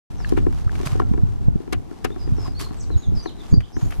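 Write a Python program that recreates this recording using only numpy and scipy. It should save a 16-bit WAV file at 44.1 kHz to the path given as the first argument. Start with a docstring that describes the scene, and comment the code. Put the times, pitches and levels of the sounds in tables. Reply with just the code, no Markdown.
"""Fingers knock, tick, drag and scuff on the case of a hand-held camera, right at its stereo microphone.
The camera is moved about at the opening of a brick shaft; its hollow body rings and its thin shell clicks.
Light wind buffets the microphone, swinging the two channels against each other in the bass, and now and
then thumps it. Small birds whistle and chirp in the distance, over a low bed of outdoor air."""
import sys
import numpy as np
from scipy import signal
from scipy.fft import rfft, irfft, next_fast_len
from scipy.io import wavfile
from scipy.ndimage import uniform_filter1d, map_coordinates

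SR = 44100
rng = np.random.default_rng(int(sys.argv[2]) if len(sys.argv) > 2 else 0)


def pcm_store(signal):
    """Save signal as 16-bit PCM."""
    levels = np.round(np.clip(np.atleast_2d(signal), -1, 1) * 32767)
    wavfile.write(sys.argv[1], SR, levels.astype(np.int16).T)


N = 176400

# outdoor air: frequency_hz, level_db
AIR_SPECTRUM = [(100,8),(330,10),(440,4.5),(570,-6),(760,-0.5),(1100,-10.5),(1600,-19),(6000,-27.5),(13500,-35.5),(16000,-56)]
# likeness of the left and right channels: frequency_hz, correlation (-1 to 1)
STEREO_LIKENESS = [(100,-0.064),(350,-0.47),(900,0.17),(2500,0.18),(8000,0.06)]
# distant bird notes: start_s, length_s, start_hz, middle_hz, end_hz, level_db, roughness (0 is pure)
BIRD_NOTES = [(0.162,0.13,6600,4820,3730,-58,0.06),(2.097,0.037,3210,3550,3660,-59.5,0),(2.188,0.063,5040,4940,4860,-55.5,0.3),(2.356,0.14,5800,5110,4900,-51,0.34),(2.546,0.125,4203,4467,3980,-47,0.2),(2.768,0.052,7660,7740,7800,-55,0),(2.793,0.054,6900,5900,4080,-50.5,1.67),(2.907,0.048,4040,4030,3440,-51,0.1),(2.971,0.059,6830,6660,6600,-48.5,0.12),(3.012,0.053,4200,3730,3250,-54.5,0.23),(3.15,0.081,5330,4800,4910,-45.5,0.5),(3.217,0.041,5850,6010,6130,-53,0.26),(3.252,0.053,4410,3840,2830,-46,0.3),(3.375,0.068,3950,3600,3130,-54,0.58),(3.497,0.049,7400,6680,6640,-50,0.5),(3.522,0.036,4620,4700,4800,-38.5,0.24),(3.62,0.042,3170,3270,3760,-50.5,0.85),(3.722,0.059,5320,5500,6300,-52.5,1.1),(3.766,0.11,6980,6710,6650,-54.5,0.95)]
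# strength of the wind on the microphone: time_s, level_db
WIND_STRENGTH = [(0.12,-34.5),(0.31,-25.5),(0.44,-20),(0.62,-29.5),(0.78,-26),(0.89,-33),(0.95,-23.5),(1.26,-23),(1.38,-30.5),
                 (1.49,-21),(1.57,-25.5),(1.63,-50.5),(1.77,-22.5),(1.82,-40),(2.01,-50),(2.04,-30),(2.15,-36.5),(2.32,-22),(2.41,-28.5),
                 (2.75,-35.5),(2.97,-23.5),(3.03,-49),(3.08,-22.5),(3.17,-21.5),(3.22,-39),(3.49,-41),(3.53,-14.5),(3.61,-18),
                 (3.71,-50),(3.78,-18),(3.81,-54),(3.85,-19.5),(3.95,-38),(4.0,-20.5)]
# deep part of a gust: frequency_hz, level_db
BUFFET_SPECTRUM = [(10,-13),(30,1),(60,-1.5),(110,-5),(180,-19),(300,-36),(600,-60),(1500,-47),(4000,-120)]
# brighter part of a gust: frequency_hz, level_db
FLUTTER_SPECTRUM = [(50,-39),(130,-3),(220,-4),(380,-17.5),(900,-36),(4000,-120)]
# puffs that thump the microphone: centre_s, level_db, pitch_hz
WIND_PUFFS = [(.67,-13.5,95),(.93,-15,112),(1.116,-12.5,183),(1.237,-8,125),(1.485,-5.5,124),(1.559,-13,167),(2.324,-10,116),(2.963,-9.5,85),(3.088,-14.5,125),(3.529,-7.5,111),(3.541,-3,167),(3.582,-0.5,105),(3.832,-11.5,124)]
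# skin sliding on the case: time_s, level_db
RUB_LEVEL = [(.11,-54),(.27,-48.5),(.47,-55),(.56,-49.5),(.69,-54),(.86,-42.5),(.95,-47.5),(1.06,-55),(1.65,-61),(2.25,-56),(2.47,-47.5),(2.52,-52),(2.75,-54.5),(3.05,-56.5),(3.4,-52.5),(3.72,-54),(4,-48.5)]
# sliding skin: frequency_hz, level_db
SKIN_SPECTRUM = [(200,-2),(700,15.5),(1100,14),(2000,5.5),(6000,1.5),(12500,-9),(15500,-26)]
# rasp in the shell: frequency_hz, level_db
RASP_SPECTRUM = [(300,-15),(550,-7.5),(720,0),(880,-16.5),(1100,-2.5),(1500,-5),(1900,-6),(2800,-9),(3800,-19),(15000,-45)]
# hiss above the rasp: frequency_hz, level_db
HISS_SPECTRUM = [(800,-59),(3000,8),(5000,10),(7500,6.5),(11000,3),(13500,0),(16000,-32)]
# fingers slipping on the case: start_s, hold_s, t60_s, rasp_db, hiss_db
FINGER_SCUFFS = [(0.291,0.004,0.027,-64,-40),(0.365,0.012,0.081,-33,-52),(.524,0.0027,0.023,-39.5,-50.5),(0.75,0.0074,0.022,-37.5,-49.5),(0.854,0.016,0.068,-34,-36),(0.915,0.0063,0.037,-36.5,-46),(0.997,0.00037,0.033,-28,-43),(2.59,0.023,0.18,-38,-37),(3.604,0.0034,0.052,-29,-49),(3.906,0.0026,0.055,-38.5,-45.5),(3.919,0.0069,0.073,-37,-62)]
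# a finger dragging on the shell: start_s, hold_s, level_db
FINGER_DRAGS = [(0.86,0.0095,-34),(0.92,.006,-46),(2.454,0.0091,-36.5),(2.596,0.017,-37.5),(2.659,.014,-41.5)]
# the case giving way: start_s, level_db
CASE_CRUNCHES = [(1.7237,-25),(2.0424,-25.5)]
# dull pushes of the hand: start_s, level_db, pitch_hz
HAND_THUDS = [(0.863,-15.5,137),(3.53,-9,152),(3.571,-12.5,187)]
# sharp snaps of the plastic: start_s, level_db, pitch_hz, t60_s
PLASTIC_SNAPS = [(0.2467,-15.5,1715,0.015),(0.2467,-22,2710,0.01),(.678,-23.5,1260,0.014),(0.6947,-15,1620,0.0063),(1.0,0,1090,0.0097),(3.767,-18,1660,0.0067)]
# modes of the hollow body: pitch_hz, level_db, t60_s
BODY_MODES = [(266.5,-7,0.2),(341,-3.5,0.12),(409,-5.5,0.1)]
# modes of the thin shell: pitch_hz, level_db, t60_s
SHELL_MODES = [(748.5,-6,0.067),(978,-6.5,0.039),(1082,-9.5,0.048),(1342,-7,0.027),(1734,-2,0.011),(2300,-23.5,0.061),(2930,-16,.012)]
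# finger knocks on the case: start_s, body_db, shell_db
FINGER_KNOCKS = [(.202,-39,-35.5),(.322,-12.5,-31),(.374,-15.5,-28.5),(0.4664,-17,-31),(0.729,-50,-38),(.75,-40,-56),(.801,-29.5,-35.5),(.832,-28,-41.5),(.953,-25.5,-40),(1,-20,-30),(1.018,-27,-31),(1.137,-22.5,-35),(1.177,-24.5,-33),(1.555,-29.5,-60),(1.602,-30.5,-47),(1.677,-31,-43),(1.725,-23,-52),(1.912,-31,-43),(2.047,-19.5,-24.5),(2.103,-28,-41),(2.161,-29,-38),(2.275,-29.5,-41.5),(2.382,-28.5,-39),(2.479,-29,-35.5),(2.611,-31,-50),(2.708,-29.5,-38.5),(2.902,-29.5,-39),(3.12,-28.5,-58),(3.258,-25,-29.5),(3.538,-18,-38),(3.766,-23,-34),(3.815,-44,-34.5)]


def amp(db):
    return 10 ** (np.asarray(db) / 20)


def unit(x):
    return x / np.sqrt(np.mean(x ** 2) + 1e-20)


def clock():
    return np.arange(N) / SR


def fade(t, t60):
    """Exponential decay that starts at t = 0."""
    return np.exp(-np.log(1000) * np.maximum(t, 0) / t60)


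def along(points, hz):
    """Interpolate (frequency_hz, value) points on a log axis."""
    f, v = np.transpose(points)
    return np.interp(np.log(hz + 1), np.log(f + 1), v)


def curve(rows):
    """Interpolate (time_s, value) points, one value per sample."""
    return np.interp(clock(), *np.transpose(rows))


def wobble(rate):
    """A smooth random curve, rate knots a second."""
    return map_coordinates(rng.standard_normal(N // 8), [clock() * rate], mode="wrap")


def filtered(x, response):
    """Filter x by a gain given as a function of frequency."""
    m = next_fast_len(N + SR // 4)
    return irfft(rfft(x, m) * response(np.fft.rfftfreq(m, 1 / SR)), m)[..., :N]


def noise(spectrum, left_db, alike=STEREO_LIKENESS, grain_db=0):
    """Stereo noise of rms 1; grain_db breaks it into tiny slips."""
    def mid_and_side(hz):
        angle = np.arccos(np.clip(along(alike, hz), -1, 1)) / 2
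        return amp(along(spectrum, hz)) * [np.cos(angle), np.sin(angle)]
    source = rng.standard_normal((2, N)) * amp(grain_db * wobble(1500))
    mid, side = filtered(source, mid_and_side)
    return unit(np.array([(mid + side) * amp(left_db), mid - side]))


def burst(s, hold, t60, attack):
    """An envelope that rises at time s and fades from s + hold."""
    t = clock() - s
    return np.clip(t / attack, 0, 1) * fade(t - hold, t60)


def add(out, s, sound):
    """Mix a stereo sound in at time s."""
    part = out[:, max(round(s * SR), 0):][:, :sound.shape[1]]
    part += sound[:, :part.shape[1]]


def air():
    """Steady outdoor air behind everything, louder on the left."""
    return amp(-41.5) * noise(AIR_SPECTRUM, left_db=5)


def birds():
    """Distant gliding whistles of wavering strength, some rough, with a short outdoor echo."""
    t, song = clock(), np.zeros(N)
    flutter = wobble(700)
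    for s, length, start_hz, middle_hz, end_hz, db, roughness in BIRD_NOTES:
        on = (t >= s) & (t < s + length)
        progress = (t[on] - s) / length
        glide = np.polyfit([0, .5, 1], [start_hz, middle_hz, end_hz], 2)
        hz = np.polyval(glide, progress) * (1 + roughness * flutter[on] / 17)
        envelope = amp(db + 4) * np.sqrt(np.abs(np.sin(np.pi * progress)))
        song[on] += envelope * np.sin(2 * np.pi * np.cumsum(hz) / SR)
    song *= amp(3 * wobble(110) - 1)
    tail = rng.standard_normal((2, SR // 2)) * fade(t[:SR // 2], t60=.26)
    echo = signal.fftconvolve(song[None], tail / np.linalg.norm(tail[0]), axes=1)[:, :N]
    return song * amp([[-1], [1]]) + echo


def buffeting(spectrum, correlation):
    """Low noise of even strength, to be shaped by the wind."""
    x = noise(spectrum, left_db=-0.06, alike=[(100, correlation)])
    power = np.abs(uniform_filter1d(np.mean(x ** 2, axis=0), size=SR // 25))
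    return unit(x / np.sqrt(power + 1e-9))


def wind():
    """Wind on the microphone: the buffeting gets louder and brighter as it strengthens."""
    strength_db = curve(WIND_STRENGTH) + 4.5
    rumble = amp(strength_db) * buffeting(BUFFET_SPECTRUM, correlation=-0.91)
    flutter = amp(1.386 * strength_db - 5.5) * buffeting(FLUTTER_SPECTRUM, correlation=-0.78)
    return rumble + flutter


def puffs(width_cycles=0.42, port_mismatch_rad=0.26):
    """Each puff thumps the microphone with one swing, nearly opposite left and right."""
    out = np.zeros((2, N))
    for s, db, hz in WIND_PUFFS:
        cycles = (clock() - s) * hz
        phase = 2 * np.pi * cycles + rng.normal()
        envelope = amp(db + 7.5) * np.exp(.5 - np.hypot(cycles / width_cycles, .5))
        out += envelope * np.array([-.85 * np.cos(phase), np.cos(phase + port_mismatch_rad)])
    return out


def rub():
    """Skin slides on the case in dense, uneven slips."""
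    grit_db = 2 * wobble(20) + 2.5 * wobble(400)
    return amp(curve(RUB_LEVEL) + 2 + grit_db) * noise(SKIN_SPECTRUM, left_db=-0.5, grain_db=1)


def swish(low_cut_hz=9400):
    """A faint high swish swells at the end."""
    level_db = curve([(3.65, -80), (3.82, -61.5), (4, -58.5)])
    hiss = noise(HISS_SPECTRUM, left_db=-2)
    return amp(level_db) * unit(filtered(hiss, lambda hz: 1 / (1 + (low_cut_hz / (hz + 1)) ** 10)))


def scuffs():
    """Quick slips of the fingers rasp in the shell and hiss above it."""
    rasp_level, hiss_level = np.zeros((2, N))
    for s, hold, t60, rasp_db, hiss_db in FINGER_SCUFFS:
        slip = burst(s, hold, t60, attack=hold / 2)
        rasp_level += amp(rasp_db) * slip
        hiss_level += amp(hiss_db) * slip
    rasp = rasp_level * noise(RASP_SPECTRUM, left_db=1.5, grain_db=6)
    hiss = hiss_level * noise(HISS_SPECTRUM, left_db=-1.5, alike=[(1000, .45)], grain_db=3)
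    return rasp + hiss


def drags(pitch_hz=1094, width_hz=99):
    """A dragging finger keeps one hollow resonance of the shell ringing."""
    press = sum(amp(db) * burst(s, hold, t60=0.032, attack=hold / 2) for s, hold, db in FINGER_DRAGS)
    resonance = [(pitch_hz / 2, -40), (pitch_hz - width_hz, -14), (pitch_hz, 0),
                 (pitch_hz + width_hz, -14), (pitch_hz * 2, -50), (SR / 2, -120)]
    return press * noise(resonance, left_db=2, alike=[(pitch_hz, .5)])


def crunches(hold_s=0.0092):
    """The case gives way: a rasp in the shell under a shorter bright crack."""
    rasp_level = sum(amp(db) * burst(s, hold_s, t60=0.061, attack=0.0051) for s, db in CASE_CRUNCHES)
    crack_level = sum(amp(db - 8) * burst(s, hold_s, t60=0.02, attack=0.0038) for s, db in CASE_CRUNCHES)
    rasp = rasp_level * noise(RASP_SPECTRUM, left_db=6, grain_db=1)
    crack = crack_level * noise(HISS_SPECTRUM, left_db=1.5, grain_db=1)
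    return rasp + crack


def thuds():
    """The whole case moves under the hand: a low, quickly damped swing, the same in both channels."""
    return sum(amp(db) * burst(s, hold=0, t60=0.066, attack=0.0019)
               * np.sin(2 * np.pi * hz * (clock() - s)) for s, db, hz in HAND_THUDS)


def ring(modes, right_db, scatter=0):
    """Damped modes of the case, shifted in level and phase at the right microphone port."""
    t, out = np.arange(SR // 4) / SR, 0
    for hz, db, t60 in modes:
        size, detune, start_phase = scatter * rng.standard_normal(3)
        phase = 2 * np.pi * hz * (1 + detune / 50) * t + start_phase
        shift = np.arccos(np.clip(along(STEREO_LIKENESS, hz), -1, 1))
        ports = np.array([np.sin(phase), amp(right_db) * np.sin(phase + shift)])
        out = out + amp(db + 2 * size) * fade(t, t60) * ports
    return out * (1 - np.exp(-t / .0006))


def snaps():
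    """Short pitched clicks of the plastic; the loudest leaves a faint ring."""
    out = np.zeros((2, N))
    for s, db, hz, t60 in PLASTIC_SNAPS:
        add(out, s, ring([(hz, db, t60)], right_db=-3))
    add(out, 1.001, ring([(1365, -38, .2)], right_db=1))
    return out


def swing(cycles, right_db=-4):
    """About one cycle of motion, weaker and opposite at the right port."""
    envelope = np.exp(.5 - np.hypot(2 * cycles, .5))
    return envelope * np.cos(2 * np.pi * cycles) * np.array([[-1], [amp(right_db)]])


def knocks(blow_hz=325.6, contact_s=0.00341, rebound_s=.0165, rebound_db=-14):
    """A fingertip lands with one heavy swing and a weak rebound; the body rings and the shell clicks."""
    body, shell, blows = np.zeros((3, 2, N))
    t = np.arange(SR // 20) / SR
    for s, body_db, shell_db in FINGER_KNOCKS:
        hz = blow_hz * np.exp(rng.normal() / 10)
        blow = swing((t - contact_s) * hz) + amp(rebound_db) * swing((t - rebound_s) * hz)
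        add(blows, s, amp(body_db + 11) * blow)
        add(body, s, amp(body_db + 2) * ring(BODY_MODES, right_db=-5.5, scatter=0.87))
        add(shell, s, amp(shell_db + 8) * ring(SHELL_MODES, right_db=-7.5, scatter=1))
    soft_contact = signal.butter(7, 508, fs=SR, output="sos")  # a padded fingertip drives only the lows
    return blows + signal.sosfilt(soft_contact, body) + shell


def scene():
    """Close handling and wind on the microphone, over outdoor air and distant birds."""
    background = air()
    handling = knocks() + snaps() + thuds() + crunches() + drags() + rub() + swish() + scuffs()
    return background + handling + wind() + puffs() + birds()


def record(dry, open_s=0.1, limit_db=-1.5, recovery_db_per_s=30, top_hz=15100):
    """The microphone opens, the hardest thumps clip before a limiter ducks, and the band ends steeply."""
    opened = np.clip((clock() - open_s) / 0.0038, 0, 1)
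    needed_db = np.minimum(0, limit_db - 20 * np.log10(np.abs(dry).max(axis=0) + 1e-9))
    recovery_db = recovery_db_per_s * clock()
    gain_db = np.minimum.accumulate(needed_db - recovery_db) + recovery_db
    lagging_db = uniform_filter1d(gain_db, size=128, origin=63)  # about 3 ms to duck
    limited = dry * opened * amp(lagging_db)
    clipped = limited / (1 + np.abs(limited) ** 20) ** (1 / 20)
    return filtered(clipped, lambda hz: 1 / np.sqrt(1 + (hz / top_hz) ** 120))


dry = scene()
out = record(dry)
pcm_store(out)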